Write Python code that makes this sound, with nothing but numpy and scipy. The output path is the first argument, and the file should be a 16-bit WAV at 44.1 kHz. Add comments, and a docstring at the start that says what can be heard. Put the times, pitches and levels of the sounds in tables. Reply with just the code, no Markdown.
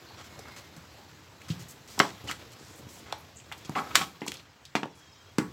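"""Handling a hard tool case

A hard plastic tool case is emptied, shut, latched and moved on a wooden table, close to a phone microphone.
Blows and thumps excite damped modes of the case and the table top; scrapes are clumped noise coloured by
the surfaces; rubbing hands and the hiss of the room are shaped noise with drifting patches.
Thin sines waver at the start, a faint stack of overtones squeaks near the end, and sparse decaying
reflections form the answer of a small room."""
import sys
import numpy as np
from scipy import signal
from scipy.fft import rfft, irfft
from scipy.io import wavfile
from scipy.ndimage import uniform_filter1d

SR = 44100
rng = np.random.default_rng(int(sys.argv[2]) if len(sys.argv) > 2 else 0)


def boost_factor(decibels):
    """Convert a level in decibels to a linear amplitude factor."""
    exponent = np.asarray(decibels, float) / 20
    return 10 ** exponent


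def dump(signal):
    """Clip the signal to [-1, 1] and save it as 16-bit WAV at the path in sys.argv[1]."""
    limited = np.clip(np.atleast_2d(signal).T, -1, 1)
    pcm = np.round(limited * 32767).astype(np.int16)
    wavfile.write(sys.argv[1], SR, pcm)


N = 243431  # length in samples

# blows on the case: start_s, level_db, treble tick re blow tick_db, centre of the contact centre_hz, ring_t60_s
BLOWS = [(.105, -41, -23, 870, 0.12), (.391, -30.5, -3, 550, 0.043), (.483, -37, -5, 1410, 0.041),
         (0.52, -42, -4, 2000, 0.053), (.764, -47.5, 7.5, 1540, .11), (.979, -47.5, -25, 748, 0.41),
         (1.416, -38.5, -3.5, 2190, 0.05), (1.502, -28.5, -13, 3760, 0.093), (1.978, -25.5, -27, 900, 0.05),
         (1.991, -10.5, -2.5, 4070, .035), (2.000, 5.5, -41, 1580, 0.014), (2.003, -1.5, -26, 770, 0.029),
         (2.008, -20, -30, 980, 0.031), (2.018, -24, -25, 580, 0.039), (2.033, -25, -40, 1100, .1),
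         (2.048, -23, -25, 810, 0.053), (2.241, -41.5, -2, 620, 0.19), (2.312, -21.5, -2, 1980, 0.033),
         (2.530, -42, -10, 3770, .04), (2.795, -41.5, -18, 504, 0.06), (3.124, -17, -11.5, 3300, 0.018),
         (3.126, -18.5, -30, 940, 0.024), (3.4, -40.5, -10, 2550, 0.026), (3.515, -24.5, -19, 1400, 0.036),
         (3.522, -24, -8, 2650, 0.051), (3.526, -30, -30, 920, 0.028), (3.694, -22, -10, 950, 0.02),
         (3.954, 2.5, -7.5, 2350, 0.034), (3.956, -18, 2, 1370, 0.11), (4.012, -18, -11, 1300, 0.041),
         (4.017, -18.5, -21, 2680, 0.053), (4.147, -48, -22, 1170, 0.057), (4.208, -36, -15, 4500, 0.023),
         (4.217, -30.5, -11.5, 910, 0.058), (4.217, -29, -20, 2200, .07), (4.24, -36, -21, 2520, 0.044),
         (4.264, -30, -2, 990, .06), (4.277, -26, -8, 2780, 0.026), (4.28, -15, -5, 3560, 0.023),
         (4.318, -18, -6, 2650, 0.014), (4.340, -33, 2, 3180, 0.045), (4.354, -32, -17, 3000, 0.034),
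         (4.369, -34, -20, 5000, 0.025), (4.395, -38, -14, 2520, 0.048), (4.453, -44, -22, 2560, .05),
         (4.652, -31.5, -6.5, 3860, 0.042), (4.752, -11.5, -22, 880, 0.033),
         (4.752, -13, -14.5, 2400, 0.066), (4.76, -19.5, -14, 1150, 0.06), (4.831, -17, -30, 2340, 0.016),
         (4.831, -21.5, -40, 810, 0.036), (4.84, -29, -23, 1090, 0.033), (4.856, -24.5, -21, 540, 0.026),
         (5.383, -11, -6.5, 1500, 0.034), (5.387, -25, -14, 3700, 0.026), (5.4, -26.5, -23, 1300, 0.15)]
# scrapes of plastic on plastic or skin: start_s, length_s, level_db, centre_hz, spread_octaves
SCRAPES = [(0.058, 0.086, -60.5, 4200, 0.16), (0.171, 0.05, -50.5, 1300, 1.76),
           (0.358, 0.037, -56, 610, 0.55), (0.453, 0.047, -53, 1200, 1), (0.241, 0.03, -52.5, 6000, 1.8),
           (0.562, 0.033, -46, 3460, 1.9), (1.483, 0.039, -45.5, 3800, 1.8), (1.592, 0.034, -48, 8040, 1.5),
           (1.683, 0.037, -44.5, 10200, .8), (1.874, 0.12, -49.5, 6240, 1.4),
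           (2.013, 0.092, -47, 2480, 1.6), (2.273, 0.047, -40, 2460, 1.6), (2.282, 0.014, -39, 2950, 0.11),
           (2.293, 0.023, -39.5, 1300, 0.65), (2.398, 0.023, -52.5, 1770, 1.4),
           (2.518, .016, -50.5, 9000, 1.5), (2.586, 0.16, -57, 7060, 0.7), (2.756, 0.043, -51, 11100, .66),
           (2.887, 0.11, -49.5, 10300, 1), (3.059, 0.085, -51, 1070, 1.4), (3.18, 0.033, -56, 12000, .3),
           (3.359, 0.043, -52.5, 7360, 0.19), (3.575, 0.015, -50, 8000, 1.7), (3.648, 0.012, -47, 4240, 1),
           (3.752, 0.037, -34.5, 1850, 0.69), (3.757, 0.045, -28.5, 970, 0.36),
           (3.806, 0.017, -42, 1070, 0.59), (3.834, 0.09, -49, 1080, 0.8), (3.907, 0.0092, -44, 1570, 0.77),
           (3.947, 0.046, -32.5, 1940, 1.5), (3.971, 0.073, -44, 3000, 1.4),
           (4.001, 0.031, -36.5, 1170, 0.22), (4.269, 0.028, -47, 5000, 0.93),
           (4.337, .066, -57.5, 3930, 0.32), (4.946, 0.054, -61.5, 9000, .54),
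           (5.384, 0.032, -54, 1800, 0.28)]
# modes of the case: mode_hz, relative level_db, t60 as a share of the blow's ring t60_ratio
CASE_MODES = [(419.6, 18, 1.25), (600, -17, 0.43), (774, 20, 1.3), (834, 24, 0.55), (985, 15, 0.81),
              (1120, 1, 2.8), (1200, -8.5, 1.2), (1297, -8.5, 1.56), (1300, -11, 3), (1420, 19, 0.54),
              (1626, -17, 0.74), (1990, -6.5, 1), (2082, 19, 1.4), (2227, -16.5, 0.5), (2560, 42, 0.09),
              (3280, 40.5, 0.17), (3380, -18.5, .7), (4280, 14, 1.3), (4870, 18, 0.26)]
# modes of the table top: mode_hz, relative level_db, free t60_s
TABLE_MODES = [(128, -5.5, 0.39), (160.4, 6, 0.12), (214, 2.5, 0.11), (232.8, 3.5, 0.13), (283.6, 5, 0.12),
               (357.3, 5.5, 0.12), (405, 4.5, 0.11)]
# thumps on the table top: start_s, peak_db, pitch of the leading modes spot_hz,
# share of the free ring left by the hands ring_ratio
THUMPS = [(0.766, -41, 166, 0.88), (1.501, -21.5, 133, 0.62), (1.98, -33, 292, 0.87),
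          (2.000, -20.5, 290, 0.43), (2.031, -48, 297, 0.57), (2.24, -40, 290, 0.87),
          (2.61, -43.5, 270, 0.38), (2.795, -41.5, 275, 0.43), (2.867, -38.5, 260, 0.39),
          (3.693, -24.5, 182, 0.28), (4.012, -35, 258, 0.35), (4.217, -27.5, 290, 0.52),
          (4.28, -31, 297, 0.45), (4.752, -20.5, 267, 0.5), (4.83, -24.5, 283, 0.32),
          (4.856, -33, 296, 0.3), (5.384, -11.5, 265, 0.29), (5.4, -23, 243, 0.61)]
# pressure of the hands on the case: time_s, rubbing level_db
HAND_PRESSURE = [(0.0, -53.5), (.38, -51), (.7, -53), (1.38, -55.5), (1.55, -49.5), (1.75, -54.5),
                 (1.94, -54), (2.08, -50), (2.3, -50), (2.54, -53), (3.01, -52.5), (3.44, -55.5),
                 (3.95, -46.5), (4.2, -56.5), (4.35, -51), (4.46, -62), (4.9, -62.5), (5.52, -56)]
# relative spectra of the dull rub, the finger hiss, the table rumble, the room hiss and the tick of a blow:
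# frequency_hz, density_db (per Hz)
RUB_SPECTRUM = [(90, -44), (150, -1), (300, 1), (600, -3.5), (1800, -8), (5500, -13.5), (9000, -19.5),
                (16000, -15)]
FINGER_HISS_SPECTRUM = [(2000, -9), (4000, 3), (8000, -15), (12000, 3), (16000, -9.5)]
RUMBLE_SPECTRUM = [(30, -40), (50, -36), (80, 4.5), (125, 5.5), (180, -37), (300, -49)]
AIR_SPECTRUM = [(40, 2), (90, -0.5), (300, -11.5), (1000, -3.5), (3000, -10), (7000, -15.5), (12000, -26),
                (16000, -17)]
TICK_SPECTRUM = [(2000, -47), (4000, 1), (7500, 3), (10000, 4), (16000, -1)]
# course of the squeak: time_s, fundamental pitch_hz, level_db
SQUEAK_COURSE = [(4.86, 694, -72), (4.93, 681, -71), (5.02, 658, -66), (5.1, 644, -67), (5.17, 634, -67),
                 (5.24, 642, -68), (5.34, 664, -73)]
# formant-like weighting of the squeak's overtones: frequency_hz, gain_db
SQUEAK_WEIGHTING = [(2600, -18), (3300, 3), (3900, -5), (4600, -6), (5200, 0), (5800, -6), (6500, -7),
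                    (7200, -13), (8000, -15)]
# thin wavering tones, perhaps loose steel bits: start_s, length_s, first_hz, last_hz, level_db
BIT_TONES = [(.07, .09, 4000, 4000, -68), (.08, .07, 4404, 4404, -66), (.16, .09, 5700, 5700, -64),
             (.15, .57, 2185, 2040, -61), (.28, .32, 5098, 5050, -65), (.28, .17, 9440, 9440, -68)]
# decay of the room: frequency_hz, t60_s
ROOM_DECAY = [(100, 0.57), (500, 0.28), (2000, 0.19), (6000, 0.23), (14000, 0.32)]
# response of the microphone: frequency_hz, gain_db
MICROPHONE_RESPONSE = [(25, -30), (45, -15), (75, 0), (7800, 0), (8800, -9), (15500, -9), (16800, -25),
                       (17500, -60)]


def evened(x):
    """Normalisation: scales a signal to unit rms."""
    return x / np.sqrt(np.mean(x ** 2) + 1e-20)


def read(points, hz):
    """Interpolation of a two-column curve along a log-frequency axis."""
    f, value = np.transpose(points)
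    return np.interp(np.log(hz + 1), np.log(f + 1), value)


def add(mix, start_s, sound):
    """Superposition: adds a sound into the mix at its start, cut off at the end of the mix."""
    part = mix[round(start_s * SR):][:len(sound)]
    part += sound[:len(part)]


def bell_db(hz, centre_hz, octaves):
    """Gaussian resonance on a log-frequency axis, its standard deviation in octaves."""
    return -4.3 * (np.log2((hz + 1) / centre_hz) / octaves) ** 2


def coloured(x, spectrum_db):
    """Linear filtering: weights the spectrum of x by a function of frequency that returns dB."""
    hz = np.fft.rfftfreq(len(x), 1 / SR)
    return irfft(rfft(x) * boost_factor(spectrum_db(hz)), len(x))


def ring(modes, t, phases):
    """Modal superposition: a sum of exponentially damped sines with columns mode_hz, level_db, t60_s."""
    hz, db, t60 = (column[:, None] for column in modes)
    decay = boost_factor(db - 60 * t / t60)
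    return (decay * np.sin(2 * np.pi * hz * t + phases[:, None])).sum(0)


def noise_bed(spectrum, patchy_db):
    """Gaussian noise from random short-time spectra, with patches that drift in level; unit rms."""
    frames = N // 256 + 5
    hz = np.fft.rfftfreq(1024, 1 / SR)
    real, imaginary, patches = rng.standard_normal((frames, 513, 3)).T
    patches = uniform_filter1d(patches, size=14, axis=0)  # across frequency
    patches = evened(uniform_filter1d(patches, size=8, axis=1))  # across time
    gain = boost_factor(read(spectrum, hz)[:, None] + patchy_db * patches)
    bed = signal.istft((real + 1j * imaginary) * gain, nperseg=1024, noverlap=768)[1]
    return evened(bed[:N])


def background():
    """Stationary shaped noise: the even hiss of the room."""
    return boost_factor(-59.5) * noise_bed(AIR_SPECTRUM, patchy_db=2.0)


def hands():
    """Sliding friction: hand pressure drives a dull rub, a finger hiss and a lumpy rumble through the table."""
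    rub_db = np.interp(np.arange(N) / SR, *np.transpose(HAND_PRESSURE))
    excess_db = rub_db + 54  # above the usual pressure
    hiss_db = -64.5 + 1.5 * excess_db
    rumble_db = -57 + 0.72 * excess_db
    flicker = boost_factor(1.14 * evened(uniform_filter1d(rng.standard_normal(N), size=400)))
    rub = boost_factor(rub_db) * noise_bed(RUB_SPECTRUM, patchy_db=1.5)
    hiss = boost_factor(hiss_db) * noise_bed(FINGER_HISS_SPECTRUM, patchy_db=1.5)
    rumble = boost_factor(rumble_db) * noise_bed(RUMBLE_SPECTRUM, patchy_db=2.3)
    return flicker * (rub + hiss) + rumble


def squeak():
    """Harmonic series: overtones 4 to 12 of a gliding fundamental, each fluttering; returns start and sound."""
    time_s, *columns = np.transpose(SQUEAK_COURSE)
    t = np.arange(time_s[0], time_s[-1], 1 / SR)
    pitch_hz, level_db = (np.interp(t, time_s, column) for column in columns)
    turns = np.cumsum(pitch_hz) / SR
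    flutter = uniform_filter1d(rng.standard_normal((SR, 9)), size=700, axis=0)[:len(t)].T
    tones = np.zeros(len(t))
    for k in range(4, 13):
        overtone_db = read(SQUEAK_WEIGHTING, k * pitch_hz) + 4.5 * evened(flutter[k - 4])
        tones += boost_factor(overtone_db) * np.sin(2 * np.pi * k * turns + k * k)  # k * k spreads the phases
    return time_s[0], boost_factor(level_db) * tones * signal.windows.tukey(len(t), .2)


def bit_tone(row, chance):
    """Modulated sine: a thin tone that wavers in strength and bends in pitch towards its end."""
    _, length_s, first_hz, last_hz, level_db = row
    t = np.arange(round(length_s * SR)) / SR
    hz = first_hz + (last_hz - first_hz) * (t / length_s) ** 5
    waver = boost_factor(3 * evened(uniform_filter1d(chance, size=1500))[:len(t)])
    tone = np.sin(2 * np.pi * np.cumsum(hz) / SR)
    return boost_factor(level_db) * waver * tone * signal.windows.tukey(len(t), .3)


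def scrape(row, noise, slips):
    """Stick-slip friction: uneven slips, clumped in time, excite the surfaces while the table rumbles along."""
    _, length_s, level_db, centre_hz, octaves = row
    t = np.arange(len(noise)) / SR
    grip = boost_factor(1.53 * evened(uniform_filter1d(slips, size=120)))
    crackle = 1 + 3 * (slips > 2.3)  # now and then a bigger slip
    case_hz = np.transpose(CASE_MODES)[0]

    def colour(f):
        """Resonance: the case favours its modes within the scrape's band, above a faint treble floor."""
        body_db = 5.6 * np.exp(-((f[:, None] - case_hz) / 40) ** 2).sum(1)
        band_db = bell_db(f, centre_hz, max(octaves, .05)) + body_db
        return np.maximum(band_db, -30 + read(TICK_SPECTRUM, f))

    surface = evened(coloured(noise * grip * crackle, colour))
    wood = evened(coloured(noise * grip, lambda f: bell_db(f, 245, 0.71)))
    wood_db = -9.5 - 2.5 * np.log2(centre_hz / 1000)  # a lower scrape moves the table more
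    onset = np.clip(t / 0.0015, 0, 1)
    release = boost_factor(-60 * np.maximum(t - length_s, 0) / 0.05)
    return boost_factor(level_db) * (surface + boost_factor(wood_db) * wood) * onset * release


def thump(row):
    """Plate modes near the struck spot; the heavy top moves late, and the thump carries no deep bass below its
    leading modes."""
    _, peak_db, spot_hz, ring_ratio = row
    t = np.arange(12000) / SR
    hz, db, t60 = np.transpose(TABLE_MODES)
    modes = (hz, db + bell_db(hz, spot_hz, 0.37), t60 * max(ring_ratio, .1))
    inertia = 1 - np.exp(-(t / 0.002) ** 2)
    wood = ring(modes, t, 0 * hz) * inertia
    highpass = signal.butter(2, spot_hz / 2, 'high', fs=SR, output='sos')
    wood = signal.sosfilt(highpass, wood)
    return boost_factor(peak_db) * wood / abs(wood).max()


def blow(row, chance, noise):
    """Impact excitation: a contact pulse, case modes near its pitch, loose rattle and a treble tick."""
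    _, level_db, tick_db, centre_hz, t60 = row
    t = np.arange(len(noise)) / SR
    t60 = np.clip(t60, .01, .4)
    reach = .3 + .45 * np.clip(1 + level_db / 30, 0, 1)  # octaves: harder blows wake more modes
    touch = np.clip(t / .001, 0, 1) ** 2  # contact builds up within a millisecond

    hz, db, ratio = np.transpose(CASE_MODES)
    place_db = 6.9 * chance[:len(CASE_MODES)]  # each blow lands on another spot
    modes = (hz, db + place_db + bell_db(hz, centre_hz, reach), ratio * t60)
    case = ring(modes, t, 1.7 * chance[-len(CASE_MODES):])

    cycles = (t - .0015) * centre_hz
    push_pull = -np.sin(2 * np.pi * cycles) * np.exp(-(cycles * reach / .35) ** 2)  # the contact itself
    snap = 0.61 * touch * push_pull + .5 * touch * case / abs(case).max()

    rattle = evened(coloured(noise, lambda f: bell_db(f, centre_hz, 1.5 * reach)))
    rattle = rattle * boost_factor(-13.0 - 60 * t / (1.43 * t60))
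    tick = evened(coloured(noise[::-1], lambda f: read(TICK_SPECTRUM, f)))
    tick = tick * (boost_factor(-60 * t / 0.0067) + boost_factor(-9 - 60 * t / t60))  # sharp start, fainter tail
    return boost_factor(level_db) * (snap + touch * (rattle + boost_factor(tick_db) * tick))


def room(x):
    """Reverberation: sparse reflections of random sign, each frequency band decaying at its own rate."""
    taps = np.zeros(SR // 2)
    at = np.arange(200, len(taps) - 20, 20)
    taps[at + rng.integers(0, 20, len(at))] = rng.choice([-1., 1.], len(at))
    hz, t, z = signal.stft(taps, SR, nperseg=256)
    decay = boost_factor(-60 * t / read(ROOM_DECAY, hz)[:, None])
    tail = signal.istft(z * decay, SR, nperseg=256)[1]
    return signal.fftconvolve(x, tail / np.linalg.norm(tail))[:N]


def scene():
    """Superposition of the beds, the close events and the room's answer to those events."""
    bed = background() + hands()
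    add(bed, *squeak())
    for row in BIT_TONES:
        add(bed, row[0], bit_tone(row, rng.standard_normal(SR)))
    near = np.zeros(N)
    for row in SCRAPES:
        add(near, row[0], scrape(row, *rng.standard_normal((2, 12000))))
    for row in THUMPS:
        add(near, row[0], thump(row))
    for row in BLOWS:
        add(near, row[0], blow(row, rng.standard_normal(2 * len(CASE_MODES)), rng.standard_normal(12000)))
    return (bed + near + boost_factor(-8) * room(near))[None]


def band_limit(x):
    """A steep low-pass at the top of the band."""
    return signal.sosfilt(signal.butter(12, 17000, fs=SR, output="sos"), x)


def record(dry):
    """Minimum-phase microphone response, without deep bass and stepping down above 8 kHz, then soft clipping."""
    hz = abs(np.fft.fftfreq(8192, 1 / SR))
    log_gain = np.log(boost_factor(read(MICROPHONE_RESPONSE, hz)))
    phase = -signal.hilbert(log_gain).imag  # makes the response causal
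    response = np.fft.ifft(np.exp(log_gain + 1j * phase)).real[:4096]
    heard = signal.fftconvolve(dry, response[None])[:, :N]
    over = np.maximum(abs(heard) - .7, 0)  # the input stage rounds off the loudest swings
    heard = heard - np.sign(heard) * (over - .26 * np.tanh(over / .26))
    return band_limit(heard)


dry = scene()
out = record(dry)
dump(out)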